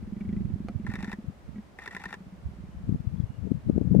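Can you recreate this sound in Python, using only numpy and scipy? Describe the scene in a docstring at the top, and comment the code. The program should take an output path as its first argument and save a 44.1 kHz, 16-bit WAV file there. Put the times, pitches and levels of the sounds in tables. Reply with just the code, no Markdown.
"""A dirt track in dry bush: a leopard growls low in separate throat claps, grunts once, then growls softer.
Each clap is a push of air that rings the chest and throat and rasps in the mouth.
A camera beside the microphone fires two bursts of short rattles, and something hollow is knocked.
A far bird whistles faintly in gliding tones. Wind, made of shaped noise and short swings,
buffets the two microphone ports separately over a quiet hiss of open air."""
import sys
import numpy as np
from scipy import signal
from scipy.fft import rfft, irfft
from scipy.io import wavfile

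SR = 44100
rng = np.random.default_rng(int(sys.argv[2]) if len(sys.argv) > 2 else 0)


def bounce(signal):
    """Save signal as a 16-bit WAV file at the path given by the first command-line argument."""
    frames = np.transpose(np.atleast_2d(signal))
    limited = np.clip(frames, -1, 1)
    pcm = np.round(limited * 32767).astype(np.int16)
    wavfile.write(sys.argv[1], SR, pcm)


N = 176400   # 4 s


def amp(db):
    """Turn decibels into a gain."""
    return 10 ** (np.asarray(db) / 20)


def unit(x):
    """Scale to an average strength (rms) of 1."""
    return x / np.sqrt(np.mean(x ** 2) + 1e-20)


def at_hz(points, hz):
    """Read a (frequency, value) table, spacing frequencies by ratio as the ear does."""
    f, v = np.transpose(points)
    return np.interp(np.log(hz + 1), np.log(f), v)


def coloured(points, channels):
    """Noise whose strength at each frequency follows a table, scaled to rms 1."""
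    hz = np.arange(N // 2 + 1) * SR / N
    spectrum = rfft(rng.standard_normal((channels, N)))
    return unit(irfft(spectrum * amp(at_hz(points, hz)), N))


def drift(rate):
    """Slow random wandering with a spread of 1, from noise smoothed twice."""
    r = np.exp(-2 * np.pi * rate / SR)
    return unit(signal.lfilter([1], [1, -2 * r, r * r], rng.standard_normal(N + SR))[SR:])


def ring(x, hz, t60):
    """A struck body: a unit click starts a sine of height 1 that falls 60 dB in t60 seconds."""
    r, w = amp(-60 / (t60 * SR)), 2 * np.pi * hz / SR
    return signal.lfilter([0, np.sin(w)], [1, -2 * r * np.cos(w), r * r], x + 1e-18)


def resonance(x, hz, width_hz):
    """A hollow that favours one band of frequencies, with gain 1 at its peak."""
    r = np.exp(-np.pi * width_hz / SR)
    feedback = [1, -2 * r * np.cos(2 * np.pi * hz / SR), r * r]
    return signal.lfilter([(1 - r * r) / 2, 0, (r * r - 1) / 2], feedback, x + 1e-18)


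def add(out, s, sound):
    """Mix a sound in at a time in seconds."""
    i = int(s * SR)
    part = sound[max(-i, 0):N - i]
    out[max(i, 0):max(i, 0) + len(part)] += part


# Chosen claps of each call: (time [s], level [dB], open-mouth rasp relative to the clap [dB]).
# The clap numbers count every clap; those between the chosen ones are evenly spaced.
GROWL = [(0.025, -27, -38), (0.122, -23.5, -42.5), (0.207, -24.5, -25), (0.29, -19.5, -34),
         (0.326, -21, -30), (0.364, -19, -32), (0.405, -23, -36.5), (0.501, -24, -36), (0.557, -21.5, -43),
         (0.646, -21, -47), (0.847, -25, -33), (0.984, -21.5, -41), (1.079, -21, -41), (1.185, -24.5, -42),
         (1.296, -29, -49)]
GROWL_CLAP_NUMBER = [0, 2, 4, 6, 7, 8, 9, 11, 12, 14, 18, 21, 23, 25, 27]
GRUNT = [(1.543, -39, -46), (1.557, -28.5, -25.5), (1.5812, -24, -28)]
GRUNT_CLAP_NUMBER = [0, 1, 2]
LOW_GROWL = [(1.946, -32.5, -43), (2.005, -40, -42), (2.062, -30.5, -60), (2.116, -38, -50),
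             (2.167, -36.5, -41), (2.204, -33, -35), (2.265, -32.5, -58), (2.324, -30.5, -33.5),
             (2.383, -39, -44), (2.585, -32, -61), (2.687, -28.5, -61), (2.802, -36, -28)]
LOW_GROWL_CLAP_NUMBER = [0, 1, 2, 3, 4, 5, 6, 7, 8, 12, 14, 16]
# Chest in each call: (pitch [Hz], time to fall 60 dB [s], extra throat level [dB])
GROWL_CHEST, GRUNT_CHEST, LOW_GROWL_CHEST = (205, 0.053, 0), (216.5, 0.051, 0), (187, 0.076, -1.2)
# Ringing of the throat: (frequency [Hz], relative level [dB], time to fall 60 dB [s])
THROAT = [(257, -10.5, 0.052), (344, -14.5, 0.076)]
# Ringing of the mouth: (frequency [Hz], relative level [dB], time to fall 60 dB [s])
MOUTH = [(1600, -3, 0.024), (1963, 0.5, 0.04), (2260, 0, 0.03), (2730, -10, 0.034), (3300, -11, 0.022)]
CLAP_S, RASP_S, BREATH_S = 0.0034, 0.0059, 0.05   # push length; fading times of rasp and breath
BREATH_DB, CHEST_WIDTH_HZ = -70, 570
CHEST_SPREAD, MOUTH_SPREAD = .012, .025   # chance in pitch from clap to clap, as a fraction
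CLAP_SPREAD_DB = 1.5
HOLD_DB = 26.5   # added to the rasp level to set the later pushes, up to full strength


def growl(rows, numbers, chest):
    """Each clap of the vocal folds is a soft push that rings chest and throat and rasps in the mouth."""
    s, level_db, rasp_db = np.transpose(rows)
    chest_hz, chest_t60, throat_db = chest
    out = np.zeros(N)
    t = np.arange(SR // 8) / SR
    push = np.hanning(max(int(CLAP_S * SR), 3)) / (CLAP_S * SR / 2)
    push = np.pad(push, (0, len(t) - len(push)))
    for k in range(numbers[-1] + 1):
        hz = chest_hz * (1 + CHEST_SPREAD * rng.standard_normal())
        puff = rng.standard_normal(len(t))
        open_db = np.interp(k, numbers, rasp_db)
        # with the mouth open the folds push again one and two chest cycles later
        again = np.roll(push, int(SR / hz)) + np.roll(push, int(2 * SR / hz))
        hold = min(amp(HOLD_DB + open_db), 1) * again
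        throat_drive = push + amp(BREATH_DB) * puff * np.exp(-t / BREATH_S)
        body = resonance(ring(throat_drive + hold, hz, chest_t60), chest_hz, CHEST_WIDTH_HZ)
        for f, db, t60 in THROAT:
            body = body + amp(throat_db + db) * ring(throat_drive, f, t60)
        rasp = np.zeros(len(t))
        for f, db, t60 in MOUTH:
            mouth_hz = f * (1 + MOUTH_SPREAD * rng.standard_normal())
            rasp += amp(db - 23) * ring(puff * np.exp(-t / RASP_S), mouth_hz, t60)
        gain = amp(np.interp(k, numbers, level_db) + CLAP_SPREAD_DB * rng.standard_normal())
        add(out, np.interp(k, numbers, s), -gain * (body + amp(open_db) * rasp))
    return out


# Camera bursts: (time of the first clack [s], number of frames)
BURSTS = [(.8648, 3), (1.7865, 4)]
# Moving parts touching: (time into the frame [s], relative level [dB], relative treble level [dB],
# mirror box level against the first [dB], rise [s], fall [s]); the first row only opens a burst
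CONTACTS = [(0, -40, -6.5, 2.5, 0.0015, 0.0048), (0.028, -45.5, -3.5, -2, 0.0069, 0.0091),
            (0.0498, -45, -4, 4, 0.0014, 0.0054), (0.0719, -37, 1, 3.5, .0008, .004),
            (0.0869, -37, 1, -2.5, 0.00411, 0.0042)]
# Camera body: (frequency [Hz], half width [Hz], relative level [dB])
CAMERA = [(1000, 43, -5.5), (1815, 80, 6.5), (2000, 170, 0.5), (3630, 104, -8), (5580, 570, -19.5),
          (7400, 290, -17.5)]
# Mirror box: (frequency [Hz], half width [Hz], relative level [dB])
MIRROR = [(826, 77, 2), (1418, 55, 2), (2170, 236, -4.5), (2810, 87, -11.5)]
# The mirror hitting its stop: (frequency [Hz], relative level [dB], rise and fall [s])
THUD = [(395, -5, 0.0021), (1005, -7.5, 0.0044), (1797, 5.5, 0.0017)]
THUD_CONTACTS = (0, 4)   # rows of CONTACTS that thud
FRAME_S, LAST_EARLY_S = .0895, .0045   # the last contact of a burst comes early
BOUNCE_S, BOUNCE_DB = 0.0077, -14.5   # every contact touches again
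MOTOR_TICKS_PER_S = 1600
MOTOR_BODY_DB, MOTOR_BOX_DB, MOTOR_TREBLE_DB = -62, -58.5, -58
CAMERA_PAN_DB, CAMERA_LAG_S = 2.5, 0.000095   # left is louder, right is later
CAMERA_TREBLE_HZ, CAMERA_HISS_DB = 3000, -13
TREBLE_ALIKE = 0.12   # left-right likeness, 0 to 1
CAMERA_ECHO_DB, CAMERA_ECHO_S = -11, 0.0098


def camera_resonances(x_of_hz, table, gain_db):
    """Parts of a casing resonate side by side, every second one pushing the opposite way."""
    total = 0
    for k, (hz, half_width, db) in enumerate(table):
        total = total + (-1) ** k * amp(db + gain_db) * resonance(x_of_hz(hz), hz, 2 * half_width)
    return total


def camera():
    """Mirror and shutter contacts rattle the body briefly; a motor ticks throughout each burst."""
    drive, box, bright, thud = np.zeros((4, N))
    t = np.arange(SR // 20) / SR
    stop = sum(amp(db + 8) * t / d * np.exp(-t / d) * np.sin(2 * np.pi * hz * t) for hz, db, d in THUD)
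    for start, frames in BURSTS:
        hits = [(start, 0)]
        for frame in range(frames):
            hits += [(start + frame * FRAME_S, row) for row in range(1, len(CONTACTS))]
        for k, (frame_start, row) in enumerate(hits):
            offset, db, treble_db, box_db, rise, fall = CONTACTS[row]
            s = frame_start + offset - LAST_EARLY_S * (k == len(hits) - 1)
            shape = amp(db) * np.minimum(t / rise, np.exp((rise - t) / fall))
            shape = shape + amp(BOUNCE_DB) * np.roll(shape, int(BOUNCE_S * SR))
            # random signs turn each smooth shape into a rattle
            add(drive, s, shape * rng.choice([-1, 1], len(t)))
            add(box, s, amp(box_db) * shape * rng.choice([-1, 1], len(t)))
            add(bright, s, shape ** 2 / amp(db) * amp(treble_db))
            if row in THUD_CONTACTS:
                add(thud, s + rise / 2, amp(db) * stop)
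        size = int(frames * FRAME_S * SR)
        ticks = (rng.random(size) < MOTOR_TICKS_PER_S / SR) * rng.standard_normal(size)
        ticks = ticks * np.sqrt(SR / MOTOR_TICKS_PER_S)
        add(drive, start, amp(MOTOR_BODY_DB) * ticks)
        add(box, start, amp(MOTOR_BOX_DB) * ticks)
        add(bright, start, amp(MOTOR_TREBLE_DB) * ticks)

    # the treble is noise, mostly different on each side
    shared, *own = rng.standard_normal((3, N))
    bright = bright * (np.sqrt(TREBLE_ALIKE) * shared + np.sqrt(1 - TREBLE_ALIKE) * np.array(own))
    late = np.arange(N) - CAMERA_LAG_S * SR
    pan = amp([[CAMERA_PAN_DB / 2], [-CAMERA_PAN_DB / 2]])
    drive, box, thud = (pan * [x, np.interp(late, np.arange(N), x)] for x in (drive, box, thud))

    body = camera_resonances(lambda hz: drive if hz < CAMERA_TREBLE_HZ else bright, CAMERA, 13.5)
    mirror = camera_resonances(lambda hz: box, MIRROR, 11)
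    hiss = amp(CAMERA_HISS_DB) * resonance(resonance(bright, 7400, 8000), 7600, 7000)
    sound = body + thud + hiss + mirror
    tail = rng.standard_normal((2, len(t))) * np.exp(-t / CAMERA_ECHO_S)
    tail = tail / np.sqrt(CAMERA_ECHO_S * SR / 2)
    return sound + amp(CAMERA_ECHO_DB) * signal.fftconvolve(sound, tail, axes=1)[:, :N]


# Ringing of the knocked thing: (frequency [Hz], relative level [dB], time to fall 60 dB [s])
KNOCK = [(542, -11, 0.11), (710, 9.5, 0.11), (1293, 6.5, 0.039), (1980, 0.5, 0.022), (2360, -15, 0.032),
         (4200, -11.5, 0.014), (6300, -25, 0.019)]
KNOCK_S, KNOCK_DB = .6855, -41.5


def knock():
    """A quick triple tap sets something hollow ringing at several pitches."""
    taps = np.zeros(N)
    for delay, height in [(0, 1), (.0015, -.8), (.006, .4)]:
        taps[int((KNOCK_S + delay) * SR)] = height
    return sum(amp(KNOCK_DB + db) * ring(taps, hz, t60) for hz, db, t60 in KNOCK)


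# Far bird notes: (time [s], length [s], start pitch [Hz], end pitch [Hz], level before shaping [dB])
BIRD = [(2.69, 0.054, 3060, 2920, -72), (3.166, 0.017, 3340, 3480, -67), (3.199, 0.019, 3420, 3300, -64.5),
        (3.25, 0.14, 2900, 2840, -68.5)]


def bird():
    """Each thin whistle is a sine that glides in pitch and swells towards its end."""
    out = np.zeros(N)
    for s, length, from_hz, to_hz, db in BIRD:
        size = int(length * SR)
        shape = np.hanning(size) ** .25 * np.linspace(.4, 1, size)
        turns = np.cumsum(np.linspace(from_hz, to_hz, size)) / SR
        add(out, s, amp(db) * shape * np.sin(2 * np.pi * turns))
    return out


BUFFET_CYCLES, SWING_SPREAD = 0.36, .7   # half-length in cycles; chance in phase [radians]
FLUTTER_DB, FLUTTER_CYCLES = -14.5, 1.79
EDGE_PITCH, EDGE_CYCLES = 1.86, 0.43   # pitch as a multiple of the buffet's
EDGE_DB, EDGE_FOLLOWS = -2, 0.98   # the edge gains this many extra dB for each dB of buffet
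SNAP_DB, SNAP_HZ = -26.5, 1000   # a sharp click whose dB grow twice as fast as the buffet's


def buffets(rows):
    """Each eddy is a short pressure swing with flutter around it; strong ones have a quick edge and snap."""
    out = np.zeros(N)
    t = np.arange(-SR // 10, SR // 10) / SR
    for s, db, hz in rows:
        phase = np.pi / 2 + rng.normal(0, SWING_SPREAD, 2)
        edge_hz = hz * EDGE_PITCH
        swing = np.exp(-.5 * (t * hz / BUFFET_CYCLES) ** 2) * np.cos(2 * np.pi * hz * t + phase[0])
        edge = np.exp(-.5 * (t * edge_hz / EDGE_CYCLES) ** 2) * np.cos(2 * np.pi * edge_hz * t + phase[1])
        band = signal.butter(3, [hz / 2, hz * 1.55], "band", fs=SR, output="sos")
        noise = signal.sosfilt(band, rng.standard_normal(len(t)))
        flutter = unit(noise) * np.exp(-.5 * (t * hz / FLUTTER_CYCLES) ** 2)
        snap = -np.sign(t) * np.exp(-np.abs(t) * 2 * np.pi * SNAP_HZ)
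        eddy = swing + amp(FLUTTER_DB) * flutter
        eddy = eddy + amp(EDGE_DB + EDGE_FOLLOWS * db) * edge + amp(SNAP_DB + db) * snap
        add(out, s + t[0], amp(db) * eddy)
    return out


# Rumble on the microphone ports: (time [s], left level [dB], right level [dB])
WIND = [(0, -40.5, -45), (0.2, -63, -42.5), (0.401, -40.5, -33.5), (.6, -54, -41), (1.0, -49.5, -39),
        (1.3, -53, -62.5), (1.5, -53.5, -43), (1.7, -59.5, -55.5), (1.95, -53.5, -55), (2.3, -53.5, -52),
        (2.5, -57, -44), (2.75, -47.5, -45.5), (2.95, -43.5, -40), (3.2, -37, -51.5), (3.29, -51, -45),
        (3.45, -35.5, -57), (3.62, -48.5, -42.5), (3.781, -32, -43.5), (4, -27, -40)]
# Tone of the rumble: (frequency [Hz], relative level per Hz [dB])
WIND_COLOUR = [(20, -42.5), (35, 7), (70, 18), (120, 10), (200, -1.5), (350, -12.5), (600, -62.5)]
# Tone of the brighter, gusty part: (frequency [Hz], relative level per Hz [dB])
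GUSTY_COLOUR = [(60, -3.5), (120, 9.5), (200, 14), (350, -6), (600, -21), (1000, -112)]
# Buffets on each port: (time [s], swing level [dB], pitch [Hz])
LEFT_BUFFETS = [(0.28, -22.5, 88), (0.375, -23.5, 106), (1.285, -21, 118), (2.472, -26, 78),
                (2.775, -25, 86.5), (2.841, -22, 151), (2.895, -9, 144), (2.926, -12.5, 143),
                (2.948, -15.5, 178), (3.005, -21.5, 115), (3.075, -16, 101.5), (3.143, -19, 126),
                (3.203, -13.5, 118), (3.242, -15.5, 98), (3.392, -23.5, 90), (3.426, -19, 125),
                (3.455, -22.5, 160), (3.473, -22, 260), (3.518, -10, 183), (3.553, -17.5, 129),
                (3.574, -21, 111), (3.675, -15, 140), (3.692, -23.5, 147), (3.699, -7, 222),
                (3.732, -19, 114.5), (3.763, -10, 162), (3.78, -7, 227), (3.815, -10.5, 203),
                (3.847, -25.5, 114), (3.876, -13.5, 168), (3.911, -17, 173), (3.95, -6.5, 257),
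                (3.971, -15, 188), (3.9935, -9, 220)]
RIGHT_BUFFETS = [(0.376, -25, 97), (0.422, -28, 103), (0.453, -18, 106.5), (0.494, -28, 82.5),
                 (0.542, -17, 98), (0.761, -19.5, 106), (0.843, -28, 108.8), (0.895, -21, 126),
                 (2.461, -23, 81), (2.89, -21, 118), (2.96, -20, 144), (3.305, -24.5, 145),
                 (3.684, -29, 97), (3.711, -24.5, 181), (3.905, -24, 83)]
WIND_LUMPY_DB, WIND_LUMPS_PER_S = 3, 26
# The brighter part grows faster than the rumble: it is GUSTY_DB against it when that is at GUSTY_FROM_DB
GUSTY_DB, GUSTY_FOLLOWS, GUSTY_FROM_DB = -8, 0.77, -45.5


def wind():
    """Moving air makes a lumpy rumble, its own on each port, under the buffets."""
    s, *sides = np.transpose(WIND)
    time = np.arange(N) / SR
    level = np.array([np.interp(time, s, db) + WIND_LUMPY_DB * drift(WIND_LUMPS_PER_S) for db in sides])
    gusty_gain = amp(GUSTY_DB + GUSTY_FOLLOWS * (level - GUSTY_FROM_DB))
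    gusty = gusty_gain * coloured(GUSTY_COLOUR, channels=2)
    rumble = coloured(WIND_COLOUR, channels=2)
    return amp(level) * (rumble + gusty) + [buffets(LEFT_BUFFETS), buffets(RIGHT_BUFFETS)]


# Tone of the open air: (frequency [Hz], relative level per Hz [dB])
AIR = [(20, -52), (200, -3.5), (320, -9.5), (600, -12), (1100, -17), (2000, -23), (3500, -30.5),
       (6000, -35.5), (10000, -40.5), (13000, -45), (15500, -46)]
# Left-right likeness of the air: (frequency [Hz], likeness [0 to 1])
AIR_ALIKE = [(200, 0.41), (500, 0.44), (1000, .06), (8000, .05)]


def air():
    """Smooth far hiss: noise partly alike in both ears in the bass, nearly separate above."""
    mid, side = rfft(coloured(AIR, channels=2))
    alike = np.clip(at_hz(AIR_ALIKE, np.arange(len(mid)) * SR / N), 0, 1)
    both = np.sqrt(1 + alike) * mid + np.sqrt(1 - alike) * side * [[1], [-1]]
    return amp(-58.5) * irfft(both, N)


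def scene():
    """Cat, knock and bird in the middle, camera a little to the left, wind and air on both sides."""
    cat = growl(GROWL, GROWL_CLAP_NUMBER, GROWL_CHEST)
    cat = cat + growl(GRUNT, GRUNT_CLAP_NUMBER, GRUNT_CHEST)
    cat = cat + growl(LOW_GROWL, LOW_GROWL_CLAP_NUMBER, LOW_GROWL_CHEST)
    return cat + camera() + knock() + bird() + wind() + air()


def record(dry):
    """A steep filter cuts the top above 15.6 kHz."""
    return signal.sosfilt(signal.ellip(12, .5, 70, 15600, fs=SR, output="sos"), dry)


dry = scene()
out = record(dry)
bounce(out)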